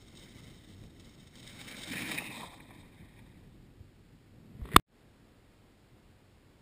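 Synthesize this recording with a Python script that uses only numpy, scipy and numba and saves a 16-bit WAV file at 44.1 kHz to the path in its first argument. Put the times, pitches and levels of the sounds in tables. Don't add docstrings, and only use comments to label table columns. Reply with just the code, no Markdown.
import sys
import numpy as np
from scipy import signal
from scipy.fft import rfft, irfft
from scipy.io import wavfile
from scipy.ndimage import uniform_filter1d
from numba import njit

SR = 44100
rng = np.random.default_rng(int(sys.argv[2]) if len(sys.argv) > 2 else 0)


def rack_gain(trim_db):
    fader = np.asarray(trim_db, float)
    return 10 ** (fader / 20)


def bounce(signal):
    frames = np.transpose(np.atleast_2d(signal))
    limited = np.clip(frames, -1, 1)
    pcm = np.round(limited * 32767).astype(np.int16)
    wavfile.write(sys.argv[1], SR, pcm)


N = 291711
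KNOCK_S, CUT_S = 4.76295, 4.7985

# time in seconds, rush level in dB, bite of the edge in dB (rings the scrape louder, higher).
SLIDE = [(0.0, -66, -3), (0.25, -60.5, -3), (0.7, -63.5, -4.5), (0.93, -68.5, -4.5), (1.08, -62.5, -3),
         (1.3, -68, -3), (1.45, -57, -2.5), (1.7, -52, 0), (1.86, -48, -2), (1.95, -43, 3.5),
         (2.13, -44.5, 3), (2.25, -51.5, 7), (2.4, -50.5, 3.5), (2.55, -62.5, 4), (2.8, -68, 10.5),
         (2.92, -72.5, 8.5), (3.3, -76, 11.5), (3.7, -91.5, 7)]
# start in seconds, peak in dB, hiss in dB, drone in dB.
LUMPS = [(0.151, -65, 8, -20), (0.172, -55.5, 11, -23), (0.195, -61, 11, -21), (0.837, -50, -8, -3),
         (0.997, -59.5, 14.5, -17), (1.272, -59, 8, -17), (1.355, -59, 15, -23), (1.382, -62, 14.5, -6),
         (1.428, -48, -1, -17), (1.475, -52, 10, -20), (1.495, -45.5, 6, -10), (1.589, -46, -16, 0),
         (1.612, -41.5, -14, -5), (1.679, -37.5, -5, -8), (1.711, -40, -3, -20), (1.767, -39, -2, -25),
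         (1.797, -54, -8, -23), (1.834, -44, 10, -20), (1.934, -33, -12, -2), (1.98, -41, -18, -8),
         (2.02, -37, -13, -9), (2.115, -23.5, -12, -10), (2.178, -28, -24, -22), (2.184, -21.5, -32, -28),
         (2.218, -35.5, -22, 1), (2.357, -39, -4, -5), (2.457, -34.5, -13, -22), (2.601, -32.5, -31, -18),
         (2.706, -34.5, -36, -13.5), (3.191, -42, -21, -24)]
# centre in Hz, width in Hz, level in dB.
CASE_MODES = [(2644, 20, -8), (3066, 147, -5), (3754, 200, -4.5), (4590, 69, -14), (4860, 420, -20.5)]
# centre in Hz, width in Hz, level in dB.
HULL_MODES = [(531, 376, 1.5), (964, 260, 6), (1280, 550, 4)]
# centre in Hz, width in Hz, level in dB.
BOOM_MODES = [(124, 110, -5), (238, 122, -0.5), (318, 93, -2)]
# time in seconds, level in dB.
WIND_LEVEL = [(0, -53.5), (1.6, -55.5), (3.6, -55), (4.1, -59), (4.8, -60), (4.87, -61), (6.6, -62)]
# frequency in Hz, density in dB per Hz.
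WIND_COLOUR = [(12, -25.5), (20, -4.5), (40, 0), (65, -6.5), (97, -0.5), (205, -7.5), (232, -6.5),
               (393, -13.5), (433, -18.5), (900, -31.5), (1170, -62.5), (1980, -120)]
# frequency in Hz, density in dB per Hz.
HISS_COLOUR = [(290, -35.5), (500, -3), (628, -9.5), (689, -7.5), (1400, -9.5), (1620, -9), (1910, -9),
               (4650, -14), (5900, -18.5), (7670, -54.5), (13000, -120)]
# frequency in Hz, density in dB per Hz.
RUB_COLOUR = [(240, -30.5), (400, 9.5), (860, -20.5), (1100, -1.5), (1440, -9.5), (2000, -1.5), (2810, -11),
              (3600, -10), (5210, -25), (5900, -29), (7670, -65), (13000, -120)]
# centre in Hz, width in Hz, level in dB.
RUMBLE_MODES = [(140, 150, 0)]
# start in seconds, peak in dB, pitch in Hz.
TICKS = [
    (4.615, -51, 1100),
    (4.655, -39.5, 1100),
    (4.689, -43, 1150),
    (4.717, -37.5, 1950),
    (4.726, -41.5, 1950),
    (4.735, -33, 1900),
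    (4.744, -34, 1950),
]
# start in seconds, peak in dB, pitch in Hz, 60 dB decay in seconds.
THUDS = [
    (3.805, -37, 102, 0.063),
    (4.55, -36, 111, 0.042),
    (4.594, -38, 110, 0.06),
    (4.6179, -28, 58.5, 0.13),
    (4.689, -43, 196.3, 0.032),
    (4.744, -22, 150, 0.04),
]
# pitch in Hz, peak in dB.
SHELL_RATTLE = [(1190, -2), (1660, -13), (2240, -14.5), (2850, -20), (3520, -10.5), (4100, -19),
                (4850, -23)]


def seconds():
    return np.arange(N) / SR


def unit(x):
    return x / np.sqrt(np.mean(x ** 2))


def noise():
    return rng.standard_normal(N)


def columns(table):
    s, *cols = np.transpose(table)
    return [np.interp(seconds(), s, c) for c in cols]


@njit
def svf(x, hz, width):
    y, band, low = np.empty(len(x)), 0., 0.
    for i in range(len(x)):
        g = np.tan(np.pi * hz[i] / SR)
        damping = width / hz[i]
        v = (band + g * (x[i] - low)) / (1 + g * (g + damping))
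        band = 2 * v - band
        low = low + 2 * g * v
        y[i] = damping * v
    return y


def modes(x, table):
    out = np.zeros(N)
    for k, (hz, width, db) in enumerate(table):
        out += (-1) ** k * rack_gain(db) * svf(x, np.full(N, 1. * hz), 1. * width)
    return out


def colour(x, table):
    hz, db = np.transpose(table)
    log_f = np.log(np.fft.rfftfreq(N, 1 / SR) + 1)
    gain = rack_gain(np.interp(log_f, np.log(hz), db, left=-90))
    return unit(irfft(rfft(x) * gain, N))


def walk(rate):
    hold = int(SR / rate)
    steps = np.repeat(rng.standard_normal(N // hold + 1), hold)
    return unit(uniform_filter1d(uniform_filter1d(steps, hold), hold)[:N])


def crystals(per_s, scatter_db, smooth_db):
    when, sign, luck = rng.random((3, N))
    size = rack_gain(-scatter_db * np.log(luck + .03))
    cracks = (when < per_s / SR) * np.sign(sign - .5) * size
    return unit(unit(cracks) + rack_gain(smooth_db) * noise())


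def bursts(starts, dbs, lengths):
    env = np.zeros(N)
    t = np.arange(int(.08 * SR)) / SR
    for s, db, length in zip(starts, dbs, lengths):
        i = int(s * SR)
        env[i:i + len(t)] += rack_gain(db) * (1 - np.exp(-t / .0005)) * np.exp(-t / max(length, .001))
    return env


def ring(s, db, hz, t60):
    t = np.maximum(seconds() - s, 0)
    return rack_gain(db) * np.sin(2 * np.pi * hz * t) * np.exp(-np.log(1000) * t / t60)


def sled():
    level_db, bite_db = columns(SLIDE)
    level = rack_gain(level_db) * np.clip((SLIDE[-1][0] - seconds()) / 0.15, 0, 1)
    behind = .5 + .5 * np.tanh((seconds() - 2.204) / 0.14)
    gone = .5 + .5 * np.tanh((seconds() - 2.37) / .04)

    def blend(ahead, past):
        return ahead + (past - ahead) * behind

    shared_db = .7 * walk(14) + 1.2 * walk(110)
    stutter, crackle, shudder = (unit(rack_gain(shared_db + 1.9 * walk(90))) for _ in range(3))
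    grains = crystals(per_s=2500, scatter_db=2.8, smooth_db=0)

    # two scrape rings and a broad skirt, pitch rising 49 Hz per dB of bite
    scrape_hz = (2254 + 49 * bite_db) * (1 - gone) + 2430 * gone
    upper_ring = rack_gain(-6 * gone) * svf(grains, scrape_hz, 240.0)
    lower_ring = 1.07 * svf(grains, 0.755 * scrape_hz, 274.0)
    scrape = unit(upper_ring - lower_ring)
    scrape_skirt = 0.066 * svf(grains, scrape_hz, 1130.0)
    scrape = unit(unit_scale(upper_ring - lower_ring, scrape, scrape_skirt))

    hiss = unit(modes(grains, CASE_MODES) + 0.11 * svf(grains, np.full(N, 4500.), 3600.0))
    wake = rack_gain(-4) * unit(modes(grains, [(3750, 250., 0)]))
    spray = unit(svf(grains, blend(5300, 5200), 430.0))
    spray_db = -6.5 - .5 * (level_db + 69) - 12 * behind
    hiss = hiss * rack_gain(-4 * behind) + behind * wake + spray * rack_gain(spray_db)

    tail = rack_gain(-1) * unit(modes(grains, [(1010, 300., 0)]))
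    drone = unit(modes(grains, HULL_MODES)) - behind * tail
    boom = unit(modes(modes(noise(), BOOM_MODES), BOOM_MODES)) * rack_gain(2.0 * walk(28))

    s, db, lump_hiss_db, lump_drone_db = np.transpose(LUMPS)
    length = np.full(len(s), 0.0047)
    out = scrape * (level * stutter * rack_gain(bite_db - 3) + bursts(s, db - 12, length))
    out += drone * (level * shudder * rack_gain(blend(-3.5, -0.5)) + bursts(s, db + lump_drone_db - 6, length))
    echo_ms = blend(0.44, 0.31)
    out += 0.45 * np.interp(seconds() - echo_ms / 1000, seconds(), out)
    out += hiss * (level * crackle * rack_gain(-1) + bursts(s, db + lump_hiss_db - 7, length))
    return out + boom * level * rack_gain(blend(-3, -1.5) + 0.41 * bite_db)


def unit_scale(rings, scaled_rings, skirt):
    return scaled_rings + skirt


def wind():
    level_db, = columns(WIND_LEVEL)
    steady = colour(noise(), WIND_COLOUR)
    eddies = colour(noise(), WIND_COLOUR) * rack_gain(2.5 * walk(25))
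    buried = unit(modes(noise(), [(330, 250., 0)])) * (seconds() > CUT_S)
    return rack_gain(level_db) * (unit(steady + eddies) + rack_gain(-8) * buried)


def electronics():
    return rack_gain(-70.5) * colour(noise(), HISS_COLOUR)


def fumble():
    before = KNOCK_S - seconds()
    scrape_db = np.where(before > 0, -48 - 120 * before, -52.5)
    rumble_db = np.where(before > 0, -48 - 25 * before, -42.5)
    held = np.clip((seconds() - 4.25) / .1, 0, 1) * (seconds() < CUT_S + .03)
    rub = colour(crystals(per_s=2000, scatter_db=2.5, smooth_db=0), RUB_COLOUR)
    rumble = unit(modes(modes(noise(), RUMBLE_MODES), RUMBLE_MODES))
    s, db, _ = np.transpose(TICKS)
    rub_level = held * rack_gain(scrape_db + 1.8 * walk(70)) + bursts(s, db - 9, np.full(len(s), .003))
    ticks = sum(ring(*row, t60=.014) for row in TICKS)
    thuds = sum(ring(*row) for row in THUDS)
    return rub * rub_level + ticks + held * rack_gain(rumble_db) * rumble + thuds


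def knock():
    touch_s, let_go_s = .0039, 0.001
    t = seconds() - KNOCK_S
    touch = np.clip((touch_s - t) / let_go_s, 0, 1) * np.clip(t / .0002, 0, 1)
    shell = sum(rack_gain(db) * np.sin(2 * np.pi * hz * t) for hz, db in SHELL_RATTLE)
    push = rack_gain(-2) * np.sin(2 * np.pi * 280 * t) * t / touch_s
    grit = rack_gain(-20) * noise()
    first_tick = ring(KNOCK_S - .0009, db=-5.5, hz=2300, t60=.003)
    slump = ring(KNOCK_S + touch_s - let_go_s / 2, db=-7, hz=45, t60=.025)
    return touch * (shell - push + grit) + first_tick - slump


def scene():
    return (sled() + wind() + electronics() + fumble() + knock())[None]


def top_cut(x):
    return signal.sosfilt(signal.butter(12, 16480, fs=SR, output="sos"), x)


def record(dry):
    hold_hz, chip_hz, top_hz = 12000, 48000, 15400
    x = np.clip(dry, -.78, .78)
    x = signal.sosfilt(signal.butter(1, 28, "high", fs=SR, output="sos"), x)
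    f = np.fft.rfftfreq(N, 1 / SR)
    x = irfft(rfft(x) * np.clip(0.14 + (hold_hz / 2 - f) / 600, 0, 1), N)
    x = x * (1 + 2 * np.cos(2 * np.pi * hold_hz * seconds()))
    hold_tilt = np.sinc(f / hold_hz) / np.sinc(f / chip_hz)
    top_edge = np.clip((top_hz - f) / 300, .02, 1) * (f < 16400)
    x = irfft(rfft(x) * hold_tilt * top_edge, N)
    t = seconds()
    remnant = .03 * np.exp(-(t - CUT_S) / .01) * (t < CUT_S + .03)
    gate = np.where(t < CUT_S, 1, remnant) + np.clip((t - 4.864) / 0.096, 0, 1)
    return top_cut(x * gate)


dry = scene()
out = record(dry)
bounce(out)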